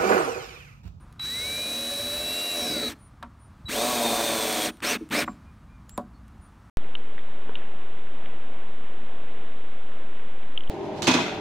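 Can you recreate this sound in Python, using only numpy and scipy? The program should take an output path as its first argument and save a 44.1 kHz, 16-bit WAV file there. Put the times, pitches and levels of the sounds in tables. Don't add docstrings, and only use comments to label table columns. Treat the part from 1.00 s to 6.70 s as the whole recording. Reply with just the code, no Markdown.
import sys
import numpy as np
from scipy import signal
from scipy.fft import rfft, irfft
from scipy.io import wavfile
from scipy.ndimage import uniform_filter1d

SR = 44100
rng = np.random.default_rng(int(sys.argv[2]) if len(sys.argv) > 2 else 0)


def transcribe(signal):
    frames = np.atleast_2d(signal).T
    limited = np.clip(frames, -1, 1)
    pcm = np.round(limited * 32767).astype(np.int16)
    wavfile.write(sys.argv[1], SR, pcm)


N = 251323
TIME = np.arange(N) / SR
HZ = np.fft.rfftfreq(8192, 1 / SR)

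# start_s, release_s, spin_up_s, gear_rattle_db, bit_grinding_db, tooth_whine_db
TRIGGER_PULLS = [(0.19, 1.890, .028, -40, -46, -39), (2.674, 3.650, 0.051, -34.5, -37.6, -34.6),
                 (3.815, 3.924, .028, -35.5, -31, -27.5), (4.099, 4.203, .032, -34.5, -30.2, -25)]
# time_s, load (bite of the thread, 0-1), strain (labouring motor, 0-1)
EFFORT_CURVE = [(1.52, 0, 0), (1.63, .2, 1), (1.95, .5, 1), (2.66, 1, .1), (3.55, 1, .1), (3.82, 1, 1)]
# time_s, level_db
THREAD_GRIP = [(.22, -54), (.47, -44), (.86, -40), (1.15, -38.5), (1.52, -40.5), (1.58, -35.5), (1.86, -33),
               (1.93, -44), (2.70, -39), (2.79, -28), (2.96, -30.3), (3.04, -27.5), (3.21, -30),
               (3.68, -32.3), (3.83, -35.5), (3.95, -31.5), (4.17, -29), (4.25, -31.5)]
RATTLE_POWER, RATTLE_KNEE = 0.97, 67
GRIND_POWER, GRIND_KNEE = 0.28, 53
BOARD_POWER, BOARD_KNEE = 0.31, 15
GRIND_DB_PER_S = 2.5
RATTLE_STRAIN_DB = 2.4


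def drill(unsteady=0.00056, unsteady_loaded=0.00199):
    effort_s, load_points, strain_points = np.transpose(EFFORT_CURVE)
    load = np.interp(TIME, effort_s, load_points)
    strain = np.interp(TIME, effort_s, strain_points)
    speed = motor_speed(load)
    pulls = np.array(TRIGGER_PULLS)
    latest = np.maximum(np.searchsorted(pulls[:, 0], TIME) - 1, 0)
    start, _, _, rattle_db, grind_db, whine_db = pulls[latest].T
    unsteadiness = (unsteady + unsteady_loaded * load) * drift(46.3)
    turns = np.cumsum(speed * (1 + unsteadiness)) / SR

    whine = tooth_whine(turns, speed, load, strain, whine_db)
    gears = gearbox(turns, speed, load, strain) * amp(rattle_db + RATTLE_STRAIN_DB * strain)
    gears = gears * with_speed(speed, RATTLE_POWER, RATTLE_KNEE)
    grind, board = screw(turns, load, strain)
    grind = grind * amp(grind_db + GRIND_DB_PER_S * (TIME - start))
    grind = grind * with_speed(speed, GRIND_POWER, GRIND_KNEE)
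    board = board * amp(np.interp(TIME, *np.transpose(THREAD_GRIP)))
    board = board * with_speed(speed, BOARD_POWER, BOARD_KNEE)
    return whine + gears + grind + board


# time_s, speed_turns_per_s
ALLOWED_SPEED = [(.24, 146), (.35, 169.5), (.47, 188.8), (.55, 196.6), (.63, 201.7), (1.05, 215.7),
                 (1.2, 221.7), (1.4, 230.8), (1.48, 231.4), (1.55, 227.3), (1.62, 213.3), (1.8, 168.3),
                 (1.89, 152.5), (2.67, 330), (2.9, 329), (2.96, 316), (3.1, 300.8), (3.2, 296.6),
                 (3.29, 299.1), (3.43, 286), (3.5, 284.2), (3.65, 272.7), (3.82, 244), (4.1, 212)]
BRAKE_SLOWING, THREAD_SLOWING = 1300, 2300
CRAWL_SPEED, USUAL_SPEED = 25, 200


def motor_speed(load):
    allowed = np.interp(TIME, *np.transpose(ALLOWED_SPEED))
    speed = np.full(N, float(CRAWL_SPEED))
    for start, release, spin_up, *_ in TRIGGER_PULLS:
        driven = allowed * (1 - np.exp(-np.maximum(TIME - start, 0) / spin_up))
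        slowing = BRAKE_SLOWING + THREAD_SLOWING * np.interp(release, TIME, load)
        pull_speed = driven - slowing * np.maximum(TIME - release, 0)
        speed = np.maximum(speed, pull_speed)
    return speed


def with_speed(speed, power, knee):
    above_crawl = np.clip(speed / CRAWL_SPEED - 1, 0, 1)
    return above_crawl * (speed / USUAL_SPEED) ** power / (1 + (knee / speed) ** 4)


TEETH = 12
# pitch_hz, gain_db
WHINE_HOUSING = [(1100, -34), (1550, -12), (1850, -11), (2050, -3.5), (2260, 0), (2420, -2), (2590, -19),
                 (2720, -2), (2780, -1), (2900, -8), (3150, -2), (3290, -15), (3530, -12), (3660, 6),
                 (3750, -6), (3860, -32)]
WHINE_DAMPING = 0.72
WHINE_STRAIN_DB, WHINE_WAVER_DB = -7.0, 1.6


def tooth_whine(turns, speed, load, strain, whine_db):
    whine_db = whine_db + WHINE_STRAIN_DB * strain + WHINE_WAVER_DB * load * drift(25)
    whine_db = whine_db + (1 - WHINE_DAMPING * load) * read(WHINE_HOUSING, TEETH * speed)
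    tone = np.sqrt(2) * np.cos(2 * np.pi * TEETH * turns)
    return tone * amp(whine_db) * with_speed(speed, 0, RATTLE_KNEE)


# multiple_of_shaft_speed, relative_level_db
MOTOR_TONES = [(20, 1), (30, 0), (33, 1), (35, -2), (36, -8), (37, -9), (38, -6), (39, -9), (40, -2),
               (41, -7), (42, -8), (43, -5), (44, -8), (45, 0), (47, -4), (48, -4), (49, -6), (50, -1),
               (53, -4), (55, -3), (60, -4), (63, -5)]
# multiple_of_shaft_speed, relative_level_db
PLANET_TONES = [(5.33, -6), (8.143, 0), (10.91, -2), (13.1, -4), (13.4, -3), (15, 0), (21.5, -3),
                (25.9, -4)]
# pitch_hz, relative_level_db
LIGHT_RATTLE = [(2200, -38), (3000, 1), (4200, 6.5), (4700, 2.5), (5700, 5.5), (6900, -2), (7900, 2.5),
                (9800, 1), (11200, -2.5), (14300, 0), (16000, -8.5)]
# pitch_hz, relative_level_db
LOADED_RATTLE = [(2200, -30), (3000, -2.5), (3600, 5), (4400, 3), (5000, -1.5), (6400, 0), (7300, -3),
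                 (8900, 3), (10300, -10), (11500, -4.5), (12700, -6.5), (14200, -4.5), (16000, -11)]
# pitch_hz, gain_db
MOTOR_SHELL = [(2200, -30), (3200, -11), (4200, -5), (5000, -8), (5700, -6), (6200, 0), (6900, -11),
               (7700, -1), (9800, 0), (11200, -2), (13000, -3.5), (16000, -11)]
MOTOR_LIGHT_DB, MOTOR_LOADED_DB = -.7, -8.8
SQUEAL_ORDER, SQUEAL_BLUR_HZ, SQUEAL_DB = 26.3, 420, -7


def gearbox(turns, speed, load, strain, side_db=-11, side_strain_db=4, flutter_db=2.5):
    noise = chatter(turns)
    light = evened(colour(noise, amp(read(LIGHT_RATTLE, HZ))))
    loaded = evened(colour(noise, amp(read(LOADED_RATTLE, HZ))))
    rattle = (1 - load) * light + load * loaded

    shaken = turns + 0.0073 * strain * drift(140)
    tones = tone_stack(shaken, speed, MOTOR_TONES, flutter_db)
    motor_light = amp(MOTOR_LIGHT_DB) * colour(tones, amp(read(MOTOR_SHELL, HZ)))
    motor_loaded = amp(MOTOR_LOADED_DB) * colour(tones, amp(read(LOADED_RATTLE, HZ)))
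    motor = (1 - load) * motor_light + load * motor_loaded

    side = tone_stack(turns, speed, PLANET_TONES, flutter_db) * amp(side_db + side_strain_db * strain)

    blur = drift(SQUEAL_BLUR_HZ) + 1j * drift(SQUEAL_BLUR_HZ)
    squeal = (blur * np.exp(2j * np.pi * SQUEAL_ORDER * turns)).real
    housing = amp(read(LIGHT_RATTLE, HZ)) / np.sqrt(1 + (HZ / 11500) ** 12)
    squeal = amp(SQUEAL_DB) * strain * colour(squeal, housing)
    return rattle + motor + side + squeal


def tone_stack(turns, speed, orders, flutter_db):
    total = np.zeros(N)
    for multiple, db in orders:
        tone = np.cos(2 * np.pi * (multiple * turns + rng.random()))
        playable = multiple * speed < SR / 2
        total += amp(db + flutter_db * drift(19)) * tone * playable
    return evened(total)


PLANET, CARRIER = 8 / 21, 3 / 11


def chatter(turns, depth=0.44, loose_db=1.0):
    tooth_swell = 1 + depth * np.cos(2 * np.pi * TEETH * turns)
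    planet_swell = 1 + 0.084 * np.cos(2 * np.pi * PLANET * turns)
    uneven = amp(loose_db * drift(660))
    return evened(rng.standard_normal(N) * tooth_swell * planet_swell * uneven)


# pitch_hz, relative_level_db
GRIND_COLOUR = [(400, -29), (900, -0.5), (1200, 2), (1700, 3.5), (2000, 1.5), (2450, 6), (2800, -0.5),
                (3600, -5), (6000, -48)]
HUM_ORDER, HUM_SHARE = 7, 1.0


def screw(turns, load, strain, rough_light=0.64, rough_loaded=0.99, judder=0.7, carrier_share=0.46,
          slip_db=2.0, grains_per_turn=8):
    grind = evened(colour(chatter(turns), amp(read(GRIND_COLOUR, HZ))))

    wheels = wobble(PLANET * turns, count=16, knee=7.92)
    wheels += carrier_share * wobble(CARRIER * turns, count=14, knee=10.9)
    friction = evened(np.interp(grains_per_turn * turns, np.arange(N), rng.standard_normal(N)))
    roughness = rough_light + load * (rough_loaded - rough_light)
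    slip_colour = [(100, -20.0), (220, -7), (310, 4), (420, -11.5), (800, -31.5)]
    slips = evened(colour(rng.standard_normal(N), amp(read(slip_colour, HZ))))
    hum = np.cos(2 * np.pi * HUM_ORDER * PLANET * turns) * evened(amp(8.4 * drift(15)))
    hum_share = HUM_SHARE * (1 - 0.68 * load) * (1 - strain)
    push = wheels + hum_share * hum + roughness * friction + judder * strain * slips

    board = colour(push * amp(slip_db * drift(200)), board_gain())
    board /= np.sqrt(uniform_filter1d(board ** 2, size=4000) + 1e-6)
    return grind, board


def wobble(turns, count, knee):
    total = np.zeros(N)
    for k, phase in enumerate(rng.random(count), 1):
        total += np.cos(2 * np.pi * (k * turns + phase)) / np.sqrt(1 + (k / knee) ** 10)
    return evened(total)


# start_s, end_s, level_db
PART_TRIGGER_SPANS = [(0.192, 1.229, -32.5), (1.225, 1.892, -31.5), (2.655, 2.7, -38)]
SWITCH_HZ = 3923


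def controller(second_db=-30, third_db=-32, waver_db=0.37):
    out = np.zeros(N)
    for start, end, db in PART_TRIGGER_SPANS:
        t = np.arange(int((end - start) * SR)) / SR
        a = 2 * np.pi * SWITCH_HZ * t
        gate = (1 - np.exp(-t / 0.0059)) * np.minimum((t[-1] - t) / 0.0056, 1)
        whistle = np.sin(a) + amp(second_db) * np.sin(2 * a) + amp(third_db) * np.sin(3 * a)
        add(out, start, np.sqrt(2) * amp(db) * gate * whistle)
    return out * amp(waver_db * drift(40))


# time_s, peak_db, centre_hz, spread_octaves, contact_s, low_thud_peak_db
BOARD_KNOCKS = [(2.226, -28, 1400, 0.97, .014, -43), (2.643, -35, 68, .47, .003, -60),
                (4.009, -29, 333, 0.28, 0.0087, -42), (4.278, -20, 1210, 0.57, 0.0061, -29),
                (4.978, -20, 640, .85, .012, -25.5)]
THUD_HZ, THUD_OCTAVES, THUD_S = 205, .5, .02


def knocks():
    out = np.zeros(N)
    for s, db, hz, octaves, contact_s, thud_db in BOARD_KNOCKS:
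        knock = amp(db) * blow(hz, octaves, contact_s)
        thud = amp(thud_db) * blow(THUD_HZ, THUD_OCTAVES, THUD_S)
        add(out, s, knock + thud)
    return out


def blow(hz, octaves, contact_s, scuff=0.42, skirt_db=-32):
    t = np.arange(SR // 3) / SR
    push = (t == 0) + scuff * rng.standard_normal(len(t)) * np.exp(-t / contact_s)
    reach = np.exp(-.5 * (np.log2((HZ + 1) / hz) / octaves) ** 2)
    reach = reach + amp(skirt_db) / (1 + (HZ / hz) ** 2)
    ring = colour(push, board_gain() * reach)
    return ring / abs(ring).max()


# pitch_hz, width_hz, relative_level_db
BOARD_MODES = [(151, 10.3, -9), (209, 16, -10), (252, 30, 0.6), (314, 36, -4.5), (433.3, 22.4, 1.5),
               (582.5, 40.5, 5.5), (606, 40, -15), (713.5, 47, 3.5), (733, 17, 1.5), (935, 20, -1),
               (999, 37, 2), (1119.9, 41, 3), (1350, 240, -6)]


def board_gain(between_db=-24):
    power = amp(between_db) ** 2 / (1 + (HZ / 2500) ** 4) / (1 + (140 / (HZ + 1)) ** 4)
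    for hz, width, db in BOARD_MODES:
        off_pitch = (HZ ** 2 - hz ** 2) / (width * (HZ + 1))
        power = power + amp(db) ** 2 / (1 + off_pitch ** 2)
    return np.sqrt(power)


# time_s, peak_db, decay_s, dull_above_hz
TOOL_CLICKS = [(0.126, -44, 0.0016, 12000), (0.196, -30.5, 0.0034, 4030), (2.2277, -33.5, 0.0024, 4300),
               (3.771, -44, .001, 14000), (3.804, -32.5, .0014, 4500), (4.090, -42, 0.0011, 12000),
               (4.101, -38, 0.0013, 14000), (4.894, -36, 0.0019, 14000), (4.977, -25.5, 0.0018, 11100),
               (5.281, -47, 0.00075, 12000)]


def clicks(ring=0.079):
    out, t = np.zeros(N), np.arange(SR // 20) / SR
    shape = amp(read([(300, -15), (1300, 2.0), (4000, 0), (6000, -6), (9000, -1.5), (16000, -6)], HZ))
    for s, db, decay, dull_hz in TOOL_CLICKS:
        burst = rng.standard_normal(len(t)) * (np.exp(-t / decay) + ring * np.exp(-t / 0.019))
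        tick = colour(burst, shape / np.sqrt(1 + (HZ / dull_hz) ** 4))
        add(out, s, amp(db) * tick / abs(tick).max())
    return out


def yard(x, deck_db=-5, deck_s=0.054, yard_db=-28, yard_s=.09):
    t = np.arange(SR // 2) / SR
    hollow = [(80, -21.0), (170, -0.5), (300, -2.0), (500, -15.0), (1500, -19.0), (5000, -57)]
    boom = colour(rng.standard_normal(len(t)) * np.exp(-t / deck_s), amp(read(hollow, HZ)))
    boom = boom / np.sqrt(deck_s * SR / 2)
    far = rng.standard_normal(len(t)) * np.exp(-t / yard_s)
    tail = amp(deck_db) * boom + amp(yard_db) * far / np.linalg.norm(far)
    return x + signal.oaconvolve(x, tail)[:N]


# start_s, length_s, pitch_hz, arch_hz, peak_db
BIRD_CALLS = [(0.0, .04, 9450, 100, -65), (1.98, .11, 9450, 40, -62), (2.39, .09, 9400, 130, -63),
              (3.70, .06, 9450, 130, -61), (3.98, .06, 9250, 100, -65), (4.255, .08, 7150, 400, -59),
              (4.44, .09, 2380, 50, -68), (4.68, .12, 2320, 100, -67), (4.885, .097, 6700, 1000, -54),
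              (5.135, .045, 4200, 200, -69), (5.41, .07, 9480, 130, -62)]


def birds(echo_db=-6.5, echo_s=0.03):
    out = np.zeros(N)
    for s, length, hz, arch, db in BIRD_CALLS:
        bend = np.sin(np.pi * np.linspace(0, 1, int(length * SR)))
        whistle = np.sin(2 * np.pi * np.cumsum(hz + arch * bend) / SR)
        add(out, s, amp(db) * np.sqrt(bend.clip(0)) * whistle)
    t = np.arange(SR // 2) / SR
    tail = rng.standard_normal(len(t)) * np.exp(-t / echo_s)
    return out + amp(echo_db) * signal.oaconvolve(out, tail / np.linalg.norm(tail))[:N]


# pitch_hz, relative_level_db
AIR_COLOUR = [(12, -48), (20, -11.5), (64, -4.5), (238, -14), (266, -18.5), (439, -31.5), (631, -29),
              (1200, -24.5), (1770, -33.5), (2400, -38.5), (2760, -41), (7310, -50), (9660, -50.5),
              (10500, -54.5), (15500, -59)]
# time_s, level_db
RUMBLE_LEVEL = [(0, -46.5), (.55, -48), (.7, -54), (1.17, -45.5), (1.45, -58), (1.7, -49), (1.9, -52.5),
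                (3.2, -51), (3.7, -53.5), (4.2, -53), (4.5, -48), (5.1, -48.5), (5.7, -52)]
WASH_DB, WASH_SWELL_DB = -58, .6


def outdoors(lumps_db=1.1):
    shape = amp(read(AIR_COLOUR, HZ))
    low = 1 / (1 + (HZ / 260) ** 4)
    rumble_gain = shape * np.sqrt(low / (1 + (36 / (HZ + 1)) ** 10))
    rumble = evened(colour(rng.standard_normal(N), rumble_gain))
    wash = evened(colour(rng.standard_normal(N), shape * np.sqrt(1 - low)))
    rumble_db = np.interp(TIME, *np.transpose(RUMBLE_LEVEL)) + lumps_db * drift(6.7)
    return rumble * amp(rumble_db) + wash * amp(WASH_DB + WASH_SWELL_DB * drift(2.6))


def amp(db):
    return 10 ** (np.asarray(db) / 20)


def evened(x):
    return x / np.sqrt(np.mean(x ** 2) + 1e-20)


def read(points, hz):
    f, value = np.transpose(points)
    return np.interp(np.log(hz + 1), np.log(f + 1), value)


def add(mix, s, sound):
    part = mix[max(round(s * SR), 0):][:len(sound)]
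    part += sound[:len(part)]


def colour(x, gain):
    log_gain = np.log(np.maximum(gain, 1e-5))
    circle = np.concatenate([log_gain, log_gain[-2:0:-1]])
    taps = np.fft.ifft(np.exp(np.conj(signal.hilbert(circle)))).real
    return signal.oaconvolve(x, taps[:len(HZ)])[:len(x)]


def drift(rate_hz):
    f = np.fft.rfftfreq(N, 1 / SR)
    return evened(irfft(rfft(rng.standard_normal(N)) * np.exp(-(f / rate_hz) ** 2), N))


def scene():
    on_deck = yard(drill() + knocks() + clicks())
    mono = on_deck + controller() + birds() + outdoors()
    return np.array([mono, mono])


def record(dry):
    low_pass = signal.firwin(511, 15850, window=("kaiser", 9), fs=SR)
    return signal.oaconvolve(dry, low_pass[None], "same")


dry = scene()
out = record(dry)
transcribe(out)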